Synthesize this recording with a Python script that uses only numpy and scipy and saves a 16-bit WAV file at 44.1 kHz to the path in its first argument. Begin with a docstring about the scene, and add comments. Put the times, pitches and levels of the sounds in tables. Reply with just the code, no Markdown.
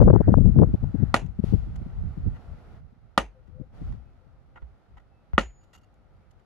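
"""On open, stony ground a sledgehammer strikes a boulder three times: damped tones ring the rock and steel,
phase-scrambled noise makes the cracks, decaying noise and delayed copies make the echoes from the rubble.
Grit scuffs and wooden handle knocks fall between the blows; air swishes and a few low thuds join them.
Wind buffets the microphone, mostly its left port, as bursts of low noise that die away.
Far off, a faint wavering tone sounds once, with a second tone over it, and birds whistle thinly."""
import sys
import numpy as np
from scipy import signal
from scipy.fft import rfft, irfft, next_fast_len
from scipy.io import wavfile
from scipy.ndimage import map_coordinates

SR = 44100
rng = np.random.default_rng(int(sys.argv[2]) if len(sys.argv) > 2 else 0)


def to_wav(sig):
    """Store sig (one row per channel, or 1-D mono) as 16-bit WAV at the path in sys.argv[1].

    Samples outside -1..1 are clipped; the rate is SR.
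    """
    pcm = np.clip(np.atleast_2d(sig), -1, 1) * 32767
    pcm = np.round(pcm).astype(np.int16)
    wavfile.write(sys.argv[1], SR, pcm.T)  # frames by channels


N = 284445

# modes of the struck boulder, before each blow shifts them: [f/Hz, relative level/dB, time to fall 60 dB/s]
ROCK_MODES = [(219, -10, 0.035), (356, -16.5, 0.026), (553, -15.5, 0.058), (667, -12.5, 0.03),
              (857, -4, 0.015), (1230, -5, 0.024), (1430, -8.5, 0.033), (1760, -20, 0.022),
              (1924, -11.5, .016), (2370, -22, 0.0086), (2834, -15.5, 0.012), (3250, -24.5, 0.012),
              (3600, -25, 0.012), (4500, -33.5, 0.015)]
CRACK_DB = 6.5  # added to the level of every crack


def amp(db):
    """Turn decibels into a plain multiplier."""
    return 10 ** (np.asarray(db) / 20)


def unit(x):
    """Scale a sound to an rms of 1."""
    return x / np.sqrt(np.mean(x ** 2) + 1e-20)


def curves(rows):
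    """One value per sample for each column after the time."""
    s, *cols = np.transpose(rows)
    return [np.interp(np.arange(N) / SR, s, c) for c in cols]


def wobble(rate, size=N):
    """A smooth random curve, rate knots a second."""
    knots = rng.standard_normal(int(size * rate / SR) + 4)
    return map_coordinates(knots, [np.arange(size) * rate / SR])


def filtered(x, response):
    """Shape the spectrum of x by a response that depends on frequency."""
    n = x.shape[-1]
    padded = next_fast_len(n + SR // 8)
    spectrum = rfft(x, padded) * response(np.fft.rfftfreq(padded, 1 / SR))
    return irfft(spectrum, padded)[..., :n]


def noise(spectrum, size):
    """Noise of rms 1 with a [f/Hz, level/dB] spectrum."""
    f, db = np.transpose(spectrum)
    white = rng.standard_normal(size)
    return unit(filtered(white, lambda hz: amp(np.interp(np.log(hz + 1), np.log(f), db))))


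def wide(spectrum, size, side_db):
    """Stereo noise: a shared part and a difference between the ports."""
    mid = noise(spectrum, size)
    side = amp(side_db) * noise(spectrum, size)
    return unit(np.array([mid + side, mid - side]))


def burst(t, length, edge):
    """A soft-edged window that lasts for length."""
    rise = np.sin(np.pi / 2 * np.clip(t / edge, 0, 1)) ** 2
    return rise / (1 + (t / length) ** 14)


def add(track, s, sound):
    """Mix a sound into a track at time s."""
    part = track[..., max(0, round(s * SR)):][..., :sound.shape[-1]]
    part += sound[..., :part.shape[-1]]


def ring(modes, t):
    """Damped modes, one row each; neighbours swing in opposite directions."""
    rows = []
    for k, (hz, db, t60) in enumerate(modes):
        rows.append((-1) ** k * amp(db - 60 * t / t60) * np.sin(2 * np.pi * hz * t))
    return np.array(rows)


def air(rush_db, hiss_db):
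    """Moving air: a broad rush of noise with a slightly grainy hiss above it."""
    # spectra of the rush and of the hiss: [f/Hz, relative level/dB]
    rush_spectrum = [(60, -8), (200, 8), (500, 3.5), (800, 4.5), (1050, -4.5), (1350, 1), (1650, -8.5),
                     (2000, -8.5), (3000, -23.5), (6000, -45.5)]
    hiss_spectrum = [(1000, -17.5), (2600, 3), (4500, -1.5), (6500, -9), (8500, -15.5), (11500, -12),
                     (13500, -23)]
    gusts_db = .6 * wobble(10)
    rush = amp(rush_db - 2.0 + gusts_db) * wide(rush_spectrum, N, side_db=-4.0)
    grainy_db = hiss_db + gusts_db + 0.38 * wobble(230)
    return rush + amp(grainy_db) * wide(hiss_spectrum, N, side_db=0.0)


def breeze():
    """Air rushes over the open ground; the hiss follows its level."""
    # strength of the breeze, before the gusts and trim in air(): [t/s, level/dB]
    strength = [(0, -54), (.5, -55), (1.08, -53), (1.32, -59.5), (1.6, -55.5), (2.77, -54.5), (2.82, -65),
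                (6.45, -64)]
    strength_db, = curves(strength)
    return air(strength_db, strength_db - 18.5)


def soughs():
    """The first gusts carry a thin, high band of rushing air."""
    # swells: [t/s, length/s, level/dB]
    swells = [(.1, .23, -58.5), (.92, .19, -65)]
    # colour of the air: [f/Hz, relative level/dB]
    sough_spectrum = [(900, -25.5), (1400, 9), (2000, 3), (2300, -14), (4000, -37.5)]
    out, t = np.zeros((2, N)), np.arange(SR // 2) / SR
    for s, length, db in swells:
        add(out, s, amp(db) * burst(t, length, edge=.06) * wide(sough_spectrum, len(t), side_db=-4))
    return out


def winds():
    """Strength of the wind at each port, in dB."""
    # wind at the left and at the right port: [t/s, strength/dB]
    left_wind = [(0, -1), (.16, -18.5), (.22, -22.5), (.4, -9), (.53, -20), (.64, -19), (.79, -27),
                 (.9, -31), (1.05, -21.5), (1.12, -32), (1.2, -30.5), (1.3, -20.5), (1.35, -38),
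                 (1.5, -15.5), (1.6, -34), (2.25, -32.5), (2.4, -42.5), (2.55, -45), (2.8, -48),
                 (3.03, -57.5), (3.42, -52.5), (3.56, -38), (3.7, -50.5), (3.85, -31.5), (4.03, -39),
                 (4.12, -53), (4.7, -54), (6.45, -59)]
    right_wind = [(0, -9), (.2, -29), (.29, -23.5), (.33, -22), (.43, -32.5), (.66, -25.5), (.82, -26.5),
                  (.95, -42.5), (1.38, -45), (1.62, -28.5), (1.92, -33), (2.25, -28), (2.42, -44.5),
                  (2.77, -38.5), (2.92, -54), (3.68, -57.5), (3.78, -41), (3.92, -34), (4.02, -56),
                  (6.45, -56)]
    return curves(left_wind) + curves(right_wind)


def eddy(length, db):
    """A swirl of air: a low push that levels off, and a flutter that is brighter when stronger."""
    # spectra of the push and of the flutter: [f/Hz, relative level/dB]
    push_spectrum = [(15, -18.5), (45, -3.5), (90, 8.5), (200, 2), (290, -6), (420, -24.5), (900, -92)]
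    flutter_spectrum = [(120, -34), (300, 8), (450, 6.5), (700, -9.5), (1200, -28.5), (2000, -43.5),
                        (3500, -63.5), (6000, -105)]
    t = np.arange(SR // 10) / SR
    push = noise(push_spectrum, len(t)) * burst(t, length, edge=.003)
    age = t / (.4 * length)  # 1 when the flutter's average swell is strongest
    flutter = noise(flutter_spectrum, len(t)) * (age * np.exp(-age)) ** 3
    flutter = flutter * amp(4.5 * wobble(120, size=len(t)))
    flutter_db = -21.5 + 1.09 * db  # grows a little faster than the strength
    reach_hz = 2180 * amp(flutter_db / 4)
    flutter = filtered(flutter, lambda hz: 1 / np.hypot(1, (hz / reach_hz) ** 2))
    overload_db = -9  # the push gain levels off here
    push_gain = amp(db) / (1 + amp(db - overload_db) ** 4) ** (1 / 4)
    return (push_gain * unit(push) + amp(flutter_db) * unit(flutter)) * np.sqrt(length / t[-1])


def buffeting():
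    """Turbulence rumbles in each port separately; hard eddies thump through it."""
    # colour of the rumble: [f/Hz, relative level/dB]
    rumble_spectrum = [(15, -17.5), (40, 7.5), (85, 4.5), (140, -1.5), (220, -13.5), (320, -27.5),
                       (600, -43.5), (1500, -60.5), (3000, -100)]
    # the hardest eddies: [t/s, length/s, strength/dB, port (0 left, 1 right)]
    hard_eddies = [(.004, 0.034, 7, 0), (0.043, 0.06, -25, 1), (0.047, 0.024, -4, 0),
                   (0.071, 0.021, 7.5, 0), (0.096, 0.019, 7, 0), (0.128, 0.048, 4, 0), (0.202, 0.012, 0, 0),
                   (0.272, 0.037, 2, 0), (0.318, 0.016, -7.5, 0), (0.369, 0.022, -3.5, 0),
                   (0.443, 0.058, -9, 0), (0.536, 0.13, -24, 1), (0.557, 0.035, -8.5, 0),
                   (0.583, 0.033, 1.5, 0), (0.609, 0.039, 4, 0), (0.613, 0.017, -18.5, 1),
                   (0.67, 0.042, -20.5, 0), (0.738, 0.016, -11.5, 0), (0.828, 0.016, -18.5, 0),
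                   (0.942, 0.022, -18.5, 0), (0.991, 0.021, -21.5, 0), (1.02, 0.019, -10.5, 0),
                   (1.388, 0.015, -17.5, 0), (1.438, 0.0067, -10.5, 0), (1.524, 0.034, -11, 0),
                   (1.858, 0.012, -31, 0), (2.17, 0.016, -27, 0), (2.259, .03, -20.5, 1),
                   (2.322, .02, -47, 1), (2.921, 0.014, -49, 0), (3.48, 0.026, -44.5, 0),
                   (3.598, 0.025, -31, 0), (3.811, 0.022, -30.5, 0), (3.894, 0.025, -38.5, 1)]
    out = np.array([amp(db) * unit(noise(rumble_spectrum, N) * amp(5.1 * wobble(14))) for db in winds()])
    for s, length, db, port in hard_eddies:
        add(out[int(port > .5)], s, eddy(length, db))
    return out


def small_eddies():
    """Lesser eddies reach each port at random, their strength following the wind there."""
    out = np.zeros((2, N))
    rate, length = 5.7, 0.023  # eddies per second; seconds
    below_wind_db, spread_db = -6, 3
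    for port, wind_db in zip(out, winds()):
        for slot in range(int(rate * N / SR)):
            s = (slot + rng.random()) / rate
            db = wind_db[int(s * SR)] + below_wind_db + spread_db * rng.standard_normal()
            add(port, s, eddy(length, db))
    return out


def crackles():
    """A breaking eddy snaps the pressure at the left port down and up once."""
    # snaps, before the port softens them: [t/s, peak level/dB, f/Hz]
    snaps = [(.003, -9, 480), (.022, -10, 430), (.029, -7, 400), (.081, -9, 540), (.086, -13, 620),
             (.103, -13, 430), (.108, -9, 480), (.131, -14, 400), (.139, -10, 400), (.152, -17, 520),
             (.162, -6, 500), (.208, -16, 420), (.215, -15, 420), (.281, -16, 420), (.291, -16, 430),
             (.3415, -4, 600), (.384, -15, 350), (.461, -19, 380), (.563, -23, 400), (.59, -11, 660),
             (.621, -12, 470), (.635, -13, 580), (.746, -23, 370), (.843, -25, 400), (.953, -28, 360),
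             (1.034, -25, 320), (1.441, -22, 350), (1.534, -21, 320)]
    out, t = np.zeros((2, N)), np.arange(SR // 100) / SR - 1 / 200
    for s, db, hz in snaps:
        u = 2 * np.pi * hz * t
        add(out[0], s + t[0], amp(db) * u * np.exp((1 - u ** 2) / 2))
    return out


def ports(pressure):
    """Wind pressure saturates in the ports, which pass little of its treble."""
    held = pressure / (1 + np.abs(pressure / .95) ** 4) ** (1 / 4)
    return filtered(held, lambda hz: 1 / np.hypot(1, (hz / 1850) ** 4))


def far_tone():
    """Two faint tones from across the field, wavering in pitch and level; the second rises."""
    # the first tone, then the second, before wavering: [t/s, f/Hz, level/dB]
    first_tone = [(3.32, 513, -94), (3.37, 515, -67), (3.41, 508, -66), (3.46, 490.5, -78.5),
                  (3.52, 503, -62.5), (3.57, 509, -63), (3.61, 508, -66), (3.635, 510, -53),
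                  (3.665, 525, -79)]
    second_tone = [(3.551, 590, -100), (3.585, 596, -61), (3.615, 600, -55), (3.65, 622, -100)]
    out = np.zeros(N)
    for rows in (first_tone, second_tone):
        hz, db = curves(rows)
        level = amp(db + 5.9 * wobble(17))
        phase = 2 * np.pi * np.cumsum(hz + 5 * wobble(48)) / SR
        out += level * np.sin(phase)
    return out


def birds():
    """Far birds give short, thin whistles: sine tones with a slightly unsteady pitch."""
    # whistles: [t/s, average f/Hz, level/dB, length/s]
    whistles = [(4.0, 2557, -83, .13), (5.06, 2622, -80, .16), (6.13, 2287, -84, .15)]
    out, t = np.zeros(N), np.arange(SR // 4) / SR
    for s, hz, db, length in whistles:
        phase = 2 * np.pi * np.cumsum(hz + 10 * wobble(75)[:len(t)]) / SR
        add(out, s, amp(db) * burst(t, length, edge=0.09) * np.sin(phase))
    return out


def thuds():
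    """Dull thuds: one low, damped tone at each port, a little higher on the left."""
    # low thuds: [t/s, left level/dB, right level/dB, time to fall 60 dB/s]
    low_thuds = [(4.624, -36, -28.5, 0.23), (5.336, -13, -15, 0.088)]
    out, t = np.zeros((2, N)), np.arange(SR // 4) / SR
    for s, left_db, right_db, t60 in low_thuds:
        left, right = ring([(72.0, left_db, t60), (57.0, right_db, t60)], t)
        add(out, s, np.array([left, right]) * (1 - np.exp(-t / 0.0003)))
    return out


def grind(t, db, length, treble_db):
    """One short grainy burst of grit, with its echo from the ground."""
    # colour of the grit, before the treble tilt: [f/Hz, relative level/dB]
    grit_spectrum = [(200, -7.5), (600, -6.5), (870, 5.5), (1100, -6), (1430, 3), (1650, -16.5),
                     (1950, 2.5), (2350, -16), (2900, -8), (5000, -21), (7000, -17), (9000, -32.5),
                     (11500, -24), (13000, -32.5)]
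    grains = wide(grit_spectrum, len(t), side_db=-1.5) * amp(2.3 * wobble(570)[:len(t)])
    grains = unit(filtered(grains, lambda hz: amp(treble_db * hz ** 4 / (hz ** 4 + 3500 ** 4))))
    echo = amp(-15 - 60 * t / .18)
    return amp(db) * grains * (burst(t, length, edge=length / 5) + echo)


def scuffs():
    """Feet and hammer scuff the grit between the blows."""
    # small scuffs: [t/s, level/dB, length/s, treble/dB]
    small_scuffs = [(0.034, -51.5, 0.0051, 7), (0.15, -59, 0.0034, 8), (0.331, -50, 0.0036, -2),
                    (0.833, -61, 0.0067, -0.5), (0.862, -62, 0.0024, -4.5), (1.263, -58.5, 0.0033, 6.5),
                    (1.757, -55, 0.0088, 6), (2.34, -56.5, 0.037, -14), (3.472, -69, 0.011, -2),
                    (3.924, -54, 0.004, -4), (4.556, -51.5, 0.03, -23), (4.619, -60.5, 0.014, -15),
                    (4.968, -56.5, 0.02, -11.5), (4.996, -65.5, 0.011, -6.5), (5.334, -40, 0.002, -17),
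                    (5.94, -74, 0.0045, 18.5), (6.308, -69.5, 0.011, 10.5), (6.394, -68, 0.0095, -3)]
    out, t = np.zeros((2, N)), np.arange(SR // 5) / SR
    for s, db, length, treble_db in small_scuffs:
        add(out, s, grind(t, db, length, treble_db))
    return out


def grips():
    """The wooden handle gives a small knock when the hands slide and close on it."""
    # shifts of the grip: [t/s, level/dB]
    shifts = [(4.561, -54.5), (4.576, -56.5), (4.971, -66.5)]
    # the handle's modes, before extra damping: [f/Hz, relative level/dB, time to fall 60 dB/s]
    handle_modes = [(823, -12.5, 0.22), (1020, -15.5, 0.15), (1415, 4.5, 0.087), (1976, -9, 0.085),
                    (2541, -25, 0.1), (2856, -25.5, 0.072)]
    out, t = np.zeros(N), np.arange(SR // 5) / SR
    for s, db in shifts:
        weights = amp(db + rng.normal(0, 1.8, len(handle_modes)))
        add(out, s, weights @ ring(handle_modes, t) * np.exp(-t / 0.061))
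    return out


def swishes():
    """A soft swish of air rises, holds and fades as the hammer is drawn back."""
    # swishes, before the gusts and trim in air(): [t/s, hold/s, rush level/dB, hiss level/dB]
    draws = [(1.419, 0.047, -51, -61.5), (3.718, 0.14, -54.5, -70.5)]
    attack_s, fall_db_per_s = 0.035, 86.5
    out = np.zeros((2, N))
    for s, hold, rush_db, hiss_db in draws:
        t = np.arange(N) / SR - s
        fade_db = fall_db_per_s * np.maximum(t - attack_s - hold, 0)
        out += np.clip(t / attack_s, 0, 1) * amp(-fade_db) * air(rush_db, hiss_db)
    return out


def fragments():
    """After the last blow, stone fragments skid in the grit and clink against loose stones."""
    # landings: [t/s, grinding level/dB, clink level/dB]
    landings = [(5.612, -82, -64), (5.632, -72, -65), (5.731, -58, -54), (5.749, -58, -52),
                (5.775, -70, -61), (5.81, -75, -65), (5.833, -74, -55)]
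    # loose stones, before each is detuned: [f/Hz, relative level/dB, time to fall 60 dB/s]
    stone_modes = [(1334, -7, 0.08), (2830, -9, 0.1), (4596, -15, .055), (6770, -14, .035)]
    out, t = np.zeros((2, N)), np.arange(SR // 5) / SR
    for s, db, clink_db in landings:
        weights = amp(clink_db + rng.normal(0, 1.8, len(stone_modes)))
        # no two stones ring at quite the same pitch
        clink = weights @ ring(stone_modes, t * (1 + 0.015 * rng.standard_normal()))
        rattle = 1 + .5 * wobble(250, len(t))
        skid = grind(t, db, length=0.018, treble_db=10)
        add(out, s, skid + clink * rattle)
    return out


def fracture(size):
    """A few milliseconds of tiny splits in the stone, with the spectrum of chipping."""
    # colour of chipping stone: [f/Hz, relative level/dB]
    chip_spectrum = [(300, -22.5), (1500, 7), (2400, 7), (3200, 2.5), (4400, 1), (5300, -8), (6400, -6),
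                     (7800, -15), (10500, -12), (11800, -16.5), (13000, -35)]
    u = np.arange(size) / SR / .0008  # time, counted in steps of 0.8 ms
    tiny = rfft(rng.standard_normal((2, size)) * u * np.exp(-u))
    tiny = np.array([tiny[0] + .7 * tiny[1], tiny[0] - .7 * tiny[1]])
    f, db = np.transpose(chip_spectrum)
    gain = amp(np.interp(np.log(np.fft.rfftfreq(size, 1 / SR) + 1), np.log(f), db))
    # keep only the phases of the noise and impose the chipping spectrum
    coloured = irfft(gain * tiny / np.abs(tiny), size)
    return unit(coloured * (u < 20)) / np.sqrt(size)


def splits():
    """The stone gives way in steps: each split cracks and rings the boulder's upper modes again."""
    # chips that split off just after a crack: [t/s, crack level before CRACK_DB/dB, knock level/dB]
    chip_splits = [(1.1448, -8, -13), (1.1505, -18, -23), (1.1638, -16, -22), (3.1798, -6, -8),
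                   (3.1822, -19, -12), (3.1862, -17, -19), (3.1995, -27, -25), (5.3822, -24, -11),
                   (5.4585, -52, -40)]
    out, t = np.zeros((2, N)), np.arange(SR // 10) / SR
    upper = [mode for mode in ROCK_MODES if mode[0] > 1600]
    for s, db, knock_db in chip_splits:
        knock = amp(knock_db + rng.normal(0, 0.93, len(upper))) @ ring(upper, t)
        add(out, s, amp(db + CRACK_DB) * fracture(len(t)) + knock)
    return out


def stone_echoes(knock):
    """The nearest stones throw back the knock at uneven delays, without its bass."""
    count = 26
    delay = np.linspace(.011, .05, count) + rng.uniform(-.001, .001, count)
    size = rng.standard_normal(count) * np.exp(-delay / 0.011)
    # together the copies carry -10.5 dB before the bass is cut
    taps = np.bincount((delay * SR).astype(int), amp(-10.5) * size / np.linalg.norm(size))
    echoes = signal.fftconvolve(knock, taps[None], axes=1)[:, :knock.shape[1]]
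    return filtered(echoes, lambda hz: hz ** 2 / (hz ** 2 + 1400 ** 2))


def splinters(t):
    """Splinters tick on the ground, each at its own pitch and place, fainter on the whole as time passes."""
    out = np.zeros((2, len(t)))
    count = 50
    for s in np.linspace(.012, .15, count) + rng.uniform(-.003, .003, count):
        pitch, size_db, pan_db = rng.normal(0, [.22, 2.5, 1.5])
        tick_db = -40 + size_db - 260 * s
        tick = ring([(2350 * np.exp(pitch), tick_db, .035)], t)
        add(out, s, amp([[pan_db], [-pan_db]]) * tick)
    return out


def rubble_echoes(t, chip_db, body_db, scatter_db):
    """Countless stones send the crack back as fading noise: near echoes are loud and die quickly,
    far ones are fainter and last longer, with more around 2.7 kHz."""
    # near and far echoes: [f/Hz, relative level/dB]
    near_spectrum = [(59, -36.5), (100, -4), (220, -1), (450, -4), (665, -5), (880, -2), (1200, -14),
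                     (1920, -13), (2400, -16.5), (2940, -14.5), (3250, -21.5), (5640, -29), (6120, -23),
                     (9200, -37.5), (10600, -32), (12000, -49.5), (13000, -78.5)]
    far_spectrum = [(100, -4), (500, -2), (900, -3), (1500, -9), (2700, -7.5), (3600, -19), (6000, -26.5),
                    (12000, -42)]
    near = amp(-17.5 - 60 * t / 0.15) * wide(near_spectrum, len(t), side_db=-4.0)
    far = amp(-50.0 - 60 * t / .36) * wide(far_spectrum, len(t), side_db=-2.0)

    def colour(hz):
        """The echoes take on the blow's treble and body."""
        treble_db = 0.24 * chip_db * hz ** 4 / (hz ** 4 + 9000 ** 4)
        return amp(treble_db + body_db * np.exp(-((hz - 800) / 250) ** 2))

    echoes = filtered(near + far, colour)
    build_up = 1 - np.exp(-t / .004)
    return amp(scatter_db + 1.8 * wobble(250)[:len(t)]) * echoes * build_up


def blows():
    """Each blow knocks the boulder, chips it, rings the steel and shakes the soil."""
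    # blows; all levels but the first are relative: [t/s, level/dB, body/dB, edge/dB, chipping/dB,
    # scatter/dB, head ring/dB, head ring's time to fall 60 dB/s, thump/dB, steel/dB, top steel mode/dB,
    # lead of the left port/ms, off-centre/dB]
    strikes = [(1.1414, -3, 2, -3, -0.5, 0, -39.5, 0.15, -3, -3, 6, 0.1, -1),
               (3.1767, -3, 2, 0.5, 0.5, -2, -59, 0.14, -1, -4, -0.5, 0.017, -2.5),
               (5.3793, -0.5, -4.5, 5, -25, -3, -53.5, 0.77, 4.5, -5, -26.5, 0.055, -0.5)]
    # short upper modes of the steel head: [f/Hz, relative level/dB, time to fall 60 dB/s]
    steel_modes = [(2268, -43, .17), (2450, -47, .15), (2830, -44, .13), (2930, -43, .15), (3390, -48, .12),
                   (3784, -50, .12), (4380, -53, .14), (6212, -42, .18), (7560, -56, .11),
                   (10340, -44, .11)]
    # the head's longest ring, a close pair of modes: [f/Hz]
    head_pair = [6884, 6877]
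    out, t = np.zeros((2, N)), np.arange(SR // 2) / SR
    contact = np.sin(np.pi / 2 * np.clip(t / .0012, 0, 1)) ** 2
    # a square blow feeds the body modes, a glancing one the upper modes
    rock_hz = np.transpose(ROCK_MODES)[0]
    body, edge = (rock_hz > 500) & (rock_hz < 1050), rock_hz > 1600
    thump = (rock_hz > 300) & (rock_hz < 600)
    # the middle modes come in two pairs; the off-centre level tips the balance within each
    twin = (-1.) ** np.arange(len(ROCK_MODES)) * ((rock_hz > 1100) & (rock_hz < 2150))
    top = np.transpose(steel_modes)[0] > 9000
    for (s, db, body_db, edge_db, chip_db, scatter_db, head_db, head_t60,
         thump_db, steel_db, top_db, lead_ms, off_centre_db) in strikes:
        mode_db = off_centre_db * twin + thump_db * thump + body_db * body + edge_db * edge
        weights = amp(mode_db + rng.normal(0, 0.29, len(ROCK_MODES)))
        # each spot on the rock is pitched a little differently
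        left = weights @ ring(ROCK_MODES, t * (1 + 0.0048 * rng.standard_normal()))
        right = filtered(left, lambda hz: np.exp(-2j * np.pi * hz * lead_ms / 1000))  # a pure delay
        knock = np.array([left, right])
        crack = amp(chip_db + CRACK_DB) * fracture(len(t))
        # the pair beats, and is damped once the head rests on the soil
        pair = ring([(head_pair[0], head_db, head_t60), (head_pair[1], head_db - 9.5, head_t60)], t).sum(0)
        pair = pair * amp(-170 * np.maximum(t - .25, 0))
        steel_weights = amp(steel_db + top_db * top + rng.normal(0, 0.67, (2, len(steel_modes))))
        steel = steel_weights @ ring(steel_modes, t) + pair
        shudder = np.clip(t / .02, 0, 1) * np.exp(-t / .07) / (1 + (t / .15) ** 8)
        soil = amp(-26.5) * shudder * np.sin(2 * np.pi * 52 * t + 0.62 * wobble(30)[:len(t)])
        scatter = rubble_echoes(t, chip_db, body_db, scatter_db)
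        total = knock + stone_echoes(knock) + crack + steel + soil + scatter + splinters(t)
        add(out, s, amp(db) * contact * total)
    return out


def scene():
    """Mix the wind, the far sounds and the hammer work."""
    wind = breeze() + soughs() + ports(buffeting() + small_eddies() + crackles())
    far = far_tone() + birds()
    hammer = thuds() + scuffs() + grips() + swishes() + fragments() + splits() + blows()
    return wind + far + hammer


def record(dry):
    """A 2 ms fade-in, peaks rounded off towards full scale, and a steep treble cut."""
    fade_in = np.clip(np.arange(N) / SR / .002, 0, 1)
    rounded = fade_in * dry / (1 + np.abs(dry) ** 6) ** (1 / 6)
    return filtered(rounded, lambda hz: 1 / np.hypot(1, (hz / 13240) ** 30))


dry = scene()
out = record(dry)
to_wav(out)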